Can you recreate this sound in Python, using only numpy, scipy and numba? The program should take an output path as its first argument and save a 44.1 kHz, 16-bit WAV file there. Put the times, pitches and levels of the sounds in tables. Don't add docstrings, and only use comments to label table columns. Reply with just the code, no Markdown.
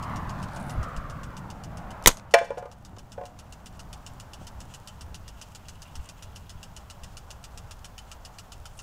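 import sys
import numpy as np
from scipy import signal
from scipy.fft import rfft, irfft, next_fast_len
from scipy.io import wavfile
from scipy.ndimage import uniform_filter1d
from numba import njit

SR = 44100
rng = np.random.default_rng(int(sys.argv[2]) if len(sys.argv) > 2 else 0)


def inscribe(sig):
    pcm = np.round(np.clip(np.atleast_2d(sig).T, -1, 1) * 32767)
    wavfile.write(sys.argv[1], SR, pcm.astype(np.int16))


N = 388962
TIME = np.arange(N) / SR
AFTER = TIME[:SR // 2]

# pitch_hz, level_db, t60_s
CRACK_MODES = [(19, -15, 0.23), (59, -17.5, .045), (406, -17, 0.026), (1024, -10.5, .012),
               (2010, 4, 0.0061), (3600, 8.5, 0.0032), (7400, -6.5, 0.0023)]
# start_s, level_db,
# t60_s, cutoff_hz
SLAPS_AND_THUDS = [(2.0255, -35, 0.004, 11970), (2.039, -43, 0.025, 11810), (2.0729, 1.5, 0.034, 15700),
                   (2.0845, -15.5, .008, 12000), (2.0897, -21, .09, 3800), (2.114, -24.5, 0.0088, 4000),
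                   (2.171, -30, 0.015, 9000), (2.197, -39, 0.016, 4010), (2.931, -30.5, 0.018, 550),
                   (2.966, -38, 0.021, 3970), (2.973, -32, .02, 702), (4.414, -41, 0.047, 597)]
# start_s, level_db, wall_note_db, crunch_db
CAN_KNOCKS = [(2.3385, 0, 7.5, 4.5), (2.385, -31, -20, 16), (2.412, -13.5, -24, -31),
              (2.504, -10, -25, -22), (2.5725, -15, 1.5, -17), (2.624, -22.5, -18, -16),
              (2.6545, -23, -17, -13), (3.178, -23.5, 4, -19), (3.211, -26, 4, -16),
              (3.234, -28.5, -15, -14)]
# pitch_hz, level_db, t60_s
CAN_MODES = [(495, -9, 0.091), (518, -6, 0.063), (563, -1.5, 0.075), (851, -10.5, 0.13), (974, -17, 0.14),
             (1057, -16, 0.14), (1234, -20.5, 0.13), (1456, -13, .09), (1554, -25, 0.27), (1690, -20, 0.21),
             (2060, -28, 0.16), (2350, -30, 0.24), (2350, -15, 0.12), (2780, -26, 0.085),
             (2980, -21, 0.097), (4250, -31, .14), (5370, -15.5, 0.054)]
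# time_s, level_db
STROKE_LEVELS = [(0, -39.5), (2, -42.5), (3.6, -39), (8.8, -38.5)]
# pitch_hz, width_hz, level_db
HEAD_MODES = [(2870, 92, -4.5), (3050, 60, 5), (3570, 27, -8.5), (4770, 80, 0.5), (4680, 77, 0.5),
              (5307, 25, 3), (5500, 46, 1), (5700, 69, 0), (6260, 67, -1.5), (7480, 40, -6)]
# time_s, level_db, centre_hz
TYRE_ROAR = [(0, -39.5, 1064), (.15, -37.5, 1010), (.38, -41.5, 1090), (.68, -40, 865), (.88, -40, 1230),
             (1.15, -44, 1230), (1.68, -47.5, 740), (1.92, -43, 880), (2.85, -52, 836), (4.6, -53, 888),
             (5.2, -55, 910), (8.8, -54.5, 840)]
# peak_s, level_db
WIND_PUFFS = [(0.80, -24), (0.984, -29), (5.99, -34), (6.558, -36.5), (7.046, -39.5)]
# peak_s, half_width_s, level_db, centre_hz
HANDLING_RUBS = [(0.5, .25, -59, 3990), (0.602, 0.055, -54.5, 8800), (0.705, 0.041, -54.5, 10500),
                 (6.05, .06, -65, 6930), (8.78, 0.041, -60, 9000)]

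# frequency_hz, density_db
SLAP_SPECTRUM = [(60, 2.5), (330, -0.5), (1000, 3.5), (2000, -6), (3500, -2), (5300, -5), (6300, 5.5),
                 (8000, 0), (11000, -4), (16000, -8.5)]
CRUNCH_SPECTRUM = [(250, -12.5), (500, 10), (1100, -6), (1600, 5.5), (2400, 2.5), (3400, -4), (4200, -10.5),
                   (5400, -9.5), (9000, -16), (15000, -33)]
JET_SPECTRUM = [(600, -27.5), (1300, -2), (2200, -14.5), (2500, -3.5), (3100, -3), (4100, -6.5), (5400, -3),
                (7000, -4), (9800, -10.5), (10800, -15.5), (15500, -24)]
SPRAY_SPECTRUM = [(1000, -12), (2200, -3), (2900, 0), (4000, -3.5), (6800, -3.5), (9000, -9.5), (12000, -9),
                  (16000, -7.5)]
PATTER_SPECTRUM = [(1800, -23.5), (2600, 1), (3100, 2.5), (4000, -8), (5500, -4.5), (7500, -2), (9500, -12),
                   (15000, -24)]
RUSTLE_SPECTRUM = [(1500, -12.5), (3500, -2), (6000, -1), (9500, 0), (12000, -8), (16000, -13.5)]
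ENGINE_SPECTRUM = [(15, -4.5), (35, -2.5), (65, -2), (120, -1), (190, -3), (280, -12.5), (450, -25.5),
                   (900, -56.5)]
TYRE_SPECTRUM = [(200, -24.5), (400, -7.5), (600, 0), (900, -5.5), (1400, -3.5), (1800, -9.5),
                 (2300, -15.5), (4000, -27.5), (9000, -41)]
DRONE_SPECTRUM = [(15, -0.5), (40, 2), (62, 2), (100, 1.5), (135, -10.5), (200, -17), (320, -25),
                  (480, -21.5), (800, -34), (2000, -57.5)]


def band_crack(start_s=2.0604, level_db=4):
    body = sum((-1) ** k * undb(db) * ring(hz, t60) for k, (hz, db, t60) in enumerate(CRACK_MODES))
    attack = 1 - np.exp(-AFTER / .00032)
    hiss = noise(SLAP_SPECTRUM, len(AFTER)) * (undb(-6) * fade(.004) + undb(-22.5) * fade(.036))
    out = np.zeros(N)
    add(out, start_s, undb(level_db) * (body * attack + hiss))
    return out


def slaps_and_thuds(grain_db=3.5):
    out = np.zeros(N)
    for start_s, db, t60, cutoff_hz in SLAPS_AND_THUDS:
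        folds = undb(grain_db * walk(1200)[:len(AFTER)])
        burst = lowpass(noise(SLAP_SPECTRUM, len(AFTER)) * folds, cutoff_hz)
        add(out, start_s, undb(db) * unit(burst) * fade(t60))
    return out


def can(wall_hz=684, dented_hz=722, strike_cutoff_hz=8960, bounce_cutoff_hz=880):
    out = np.zeros(N)
    for k, (start_s, db, wall_db, crunch_db) in enumerate(CAN_KNOCKS):
        bounce = k > 0
        spot = rng.standard_normal((len(CAN_MODES), 2)) * bounce
        shell = sum(undb(mode_db + 3 * weight) * ring(hz * (1 + .015 * shift), t60)
                    for (hz, mode_db, t60), (weight, shift) in zip(CAN_MODES, spot))
        wall = undb(wall_db - 11.5) * ring(dented_hz if bounce else wall_hz, t60=.3)
        crunch = undb(crunch_db) * noise(CRUNCH_SPECTRUM, len(AFTER)) * fade(.033)
        clang = lowpass(shell + wall, bounce_cutoff_hz if bounce else strike_cutoff_hz)
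        give = 1 - np.exp(-AFTER / .0023)
        add(out, start_s, undb(db) * give * (clang + crunch))
    return signal.sosfilt(signal.butter(4, 335, "high", fs=SR, output="sos"), out)


def sprinkler(first_s=.0262, period_s=.13506, gained_s=.0146, settle_strokes=10):
    stroke_db, = curves(STROKE_LEVELS)
    count = np.arange(int(N / SR / period_s) + 1)
    starts = first_s + period_s * count - gained_s * (1 - np.exp(-count / settle_strokes))
    strokes = np.zeros(N)
    for start_s in starts:
        force, lag, rebound = rng.standard_normal(3)
        second_splash = undb(-7.5 + .91 * rebound) * fade(.064, delay_s=.007 + .00036 * lag)
        add(strokes, start_s, undb(.54 * force) * (fade(.025) + second_splash))
    jet = noise(JET_SPECTRUM) * uniform_filter1d(strokes, size=70) * undb(stroke_db)
    head = sum(undb(db + 3.7 * walk(11)) * resonate(jet, np.full(N, float(hz)), float(width))
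               for hz, width, db in HEAD_MODES)
    ticks = garden(jet + .55 * head, wet_db=-6.5, t60=.05, cutoff_hz=18000, delay_s=.00078)
    return ticks + spray(stroke_db - 25)


def spray(level_db, drops_per_s=14):
    hiss = noise(SPRAY_SPECTRUM) * undb(level_db + .63 * walk(50))
    showers = noise(PATTER_SPECTRUM) * undb(level_db - 8 + 6.4 * walk(38))
    landings = (rng.random(N) < drops_per_s / SR) * undb(3.5 * rng.standard_normal(N))
    splats = signal.fftconvolve(landings, fade(.0072))[:N]
    drops = splats * noise(RUSTLE_SPECTRUM) * undb(level_db + 7.5)
    return hiss + showers + drops


def vehicle(passes_s=.2, nearest_m=12, speed_m_s=13):
    nearness = nearest_m / np.hypot(nearest_m, speed_m_s * (TIME - passes_s))
    tyre_db, centre_hz = curves(TYRE_ROAR)
    roll = noise(TYRE_SPECTRUM)
    focus = unit(resonate(resonate(noise(TYRE_SPECTRUM), centre_hz, 480.), centre_hz, 480.))
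    roar = unit(focus + .85 * roll)
    lag_s = .00092 * np.exp(.6 * TIME)
    echo = np.interp(TIME - lag_s, TIME, roar)
    roar = unit(roar + .32 * nearness * echo)
    engine = noise(ENGINE_SPECTRUM) * undb(-35.5 + 21.5 * np.log10(nearness) + 1.8 * walk(12))
    return engine + roar * undb(tyre_db + .95 * walk(18))


def wind(half_width_s=.03):
    rumble = noise([(15, 2), (60, 1), (130, -10), (300, -34), (1500, -74)])
    return rumble * sum(swell(peak_s, half_width_s, db) for peak_s, db in WIND_PUFFS)


def handling(slip_db=6):
    rub = noise(RUSTLE_SPECTRUM) * undb(slip_db * walk(220))
    return sum(unit(resonate(rub, np.full(N, float(hz)), .5 * hz)) * swell(peak_s, half_width_s, db)
               for peak_s, half_width_s, db, hz in HANDLING_RUBS)


def twitter(pitch_hz=2900, scatter_hz=200, chirps_per_s=17):
    out = np.zeros(N)
    envelope = fade(.05) * (1 - np.exp(-AFTER / .006))
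    for k, (lag, shift, force) in enumerate(rng.standard_normal((int(chirps_per_s * N / SR), 3))):
        centre_hz = np.full(len(AFTER), pitch_hz + scatter_hz * shift)
        note = resonate(rng.standard_normal(len(AFTER)), centre_hz, 350.)
        add(out, (k + .3 * lag) / chirps_per_s, undb(2.1 * force) * note * envelope)
    distant = unit(garden(out, wet_db=-6.5, t60=.25, cutoff_hz=5000))
    return distant * (undb(-78) + swell(peak_s=5.9, half_width_s=.55, db=-64))


def far_drone(level_db=-47.5):
    return noise(DRONE_SPECTRUM) * undb(level_db + 2.4 * walk(7))


def garden(x, wet_db, t60, cutoff_hz, delay_s=.006):
    scatter = lowpass(rng.standard_normal(len(AFTER)), cutoff_hz) * fade(t60, delay_s)
    scatter /= np.sqrt(np.sum(scatter ** 2))
    return x + undb(wet_db) * signal.fftconvolve(x, scatter)[:N]


def undb(db):
    return 10 ** (np.asarray(db) / 20)


def curves(rows):
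    times, *columns = np.transpose(rows)
    return [np.interp(TIME, times, column) for column in columns]


def unit(x):
    return x / np.sqrt(np.mean(x ** 2))


def noise(spectrum, size=N):
    hz, db = np.transpose(spectrum)
    length = next_fast_len(size)
    bins_hz = np.fft.rfftfreq(length, 1 / SR) + 1
    gain = undb(np.interp(np.log(bins_hz), np.log(hz), db))
    return unit(irfft(rfft(rng.standard_normal(length)) * gain, length)[:size])


def walk(rate_hz):
    knots = rng.standard_normal(2048)
    return np.interp(TIME * rate_hz, np.arange(len(knots)), knots)


def swell(peak_s, half_width_s, db):
    return undb(db) * np.exp(-((TIME - peak_s) / half_width_s) ** 2)


def fade(t60, delay_s=0):
    return np.exp(-np.log(1000) * np.abs(AFTER - delay_s) / t60) * (AFTER >= delay_s)


def ring(hz, t60):
    return np.sin(2 * np.pi * hz * AFTER) * fade(t60)


def lowpass(x, hz):
    return signal.sosfilt(signal.butter(2, hz, fs=SR, output="sos"), x)


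def add(track, start_s, sound):
    i = max(int(start_s * SR), 0)
    track[i:i + len(sound)] += sound[:max(N - i, 0)]


@njit
def resonate(x, centre_hz, width_hz):
    y, band_state, low_state = np.empty(len(x)), 0., 0.
    for i in range(len(x)):
        tuning = np.tan(np.pi * centre_hz[i] / SR)
        damping = width_hz / centre_hz[i]
        band = (band_state + tuning * (x[i] - low_state)) / (1 + tuning * (tuning + damping))
        band_state = 2 * band - band_state
        low_state += 2 * tuning * band
        y[i] = damping * band
    return y


@njit
def follow(x, attack_s, release_s):
    y, level = np.empty(len(x)), 0.
    for i in range(len(x)):
        response_s = attack_s if abs(x[i]) > level else release_s
        level += (abs(x[i]) - level) / (SR * response_s)
        y[i] = level
    return y


def scene():
    slingshot = garden(band_crack() + slaps_and_thuds(), wet_db=-23, t60=.19, cutoff_hz=11880)
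    target = garden(can(), wet_db=-19.5, t60=.49, cutoff_hz=8000)
    return (slingshot + target + sprinkler() + twitter() + vehicle() + far_drone() + wind()
            + handling())[None]


def record(dry, threshold_db=-27, slope=.35, lag_s=.033, top_hz=15500):
    level = follow(dry[0], attack_s=.019, release_s=.7)
    excess = np.log(np.maximum(level / undb(threshold_db), 1))
    step = 1 / (lag_s * SR)
    lagged_excess = signal.lfilter([step], [1, step - 1], excess)
    gain = np.exp(-slope * lagged_excess)
    clipped = np.clip(dry * gain, -.95, .95)
    return signal.sosfilt(signal.ellip(8, .2, 70, top_hz, fs=SR, output="sos"), clipped)


dry = scene()
out = record(dry)
inscribe(out)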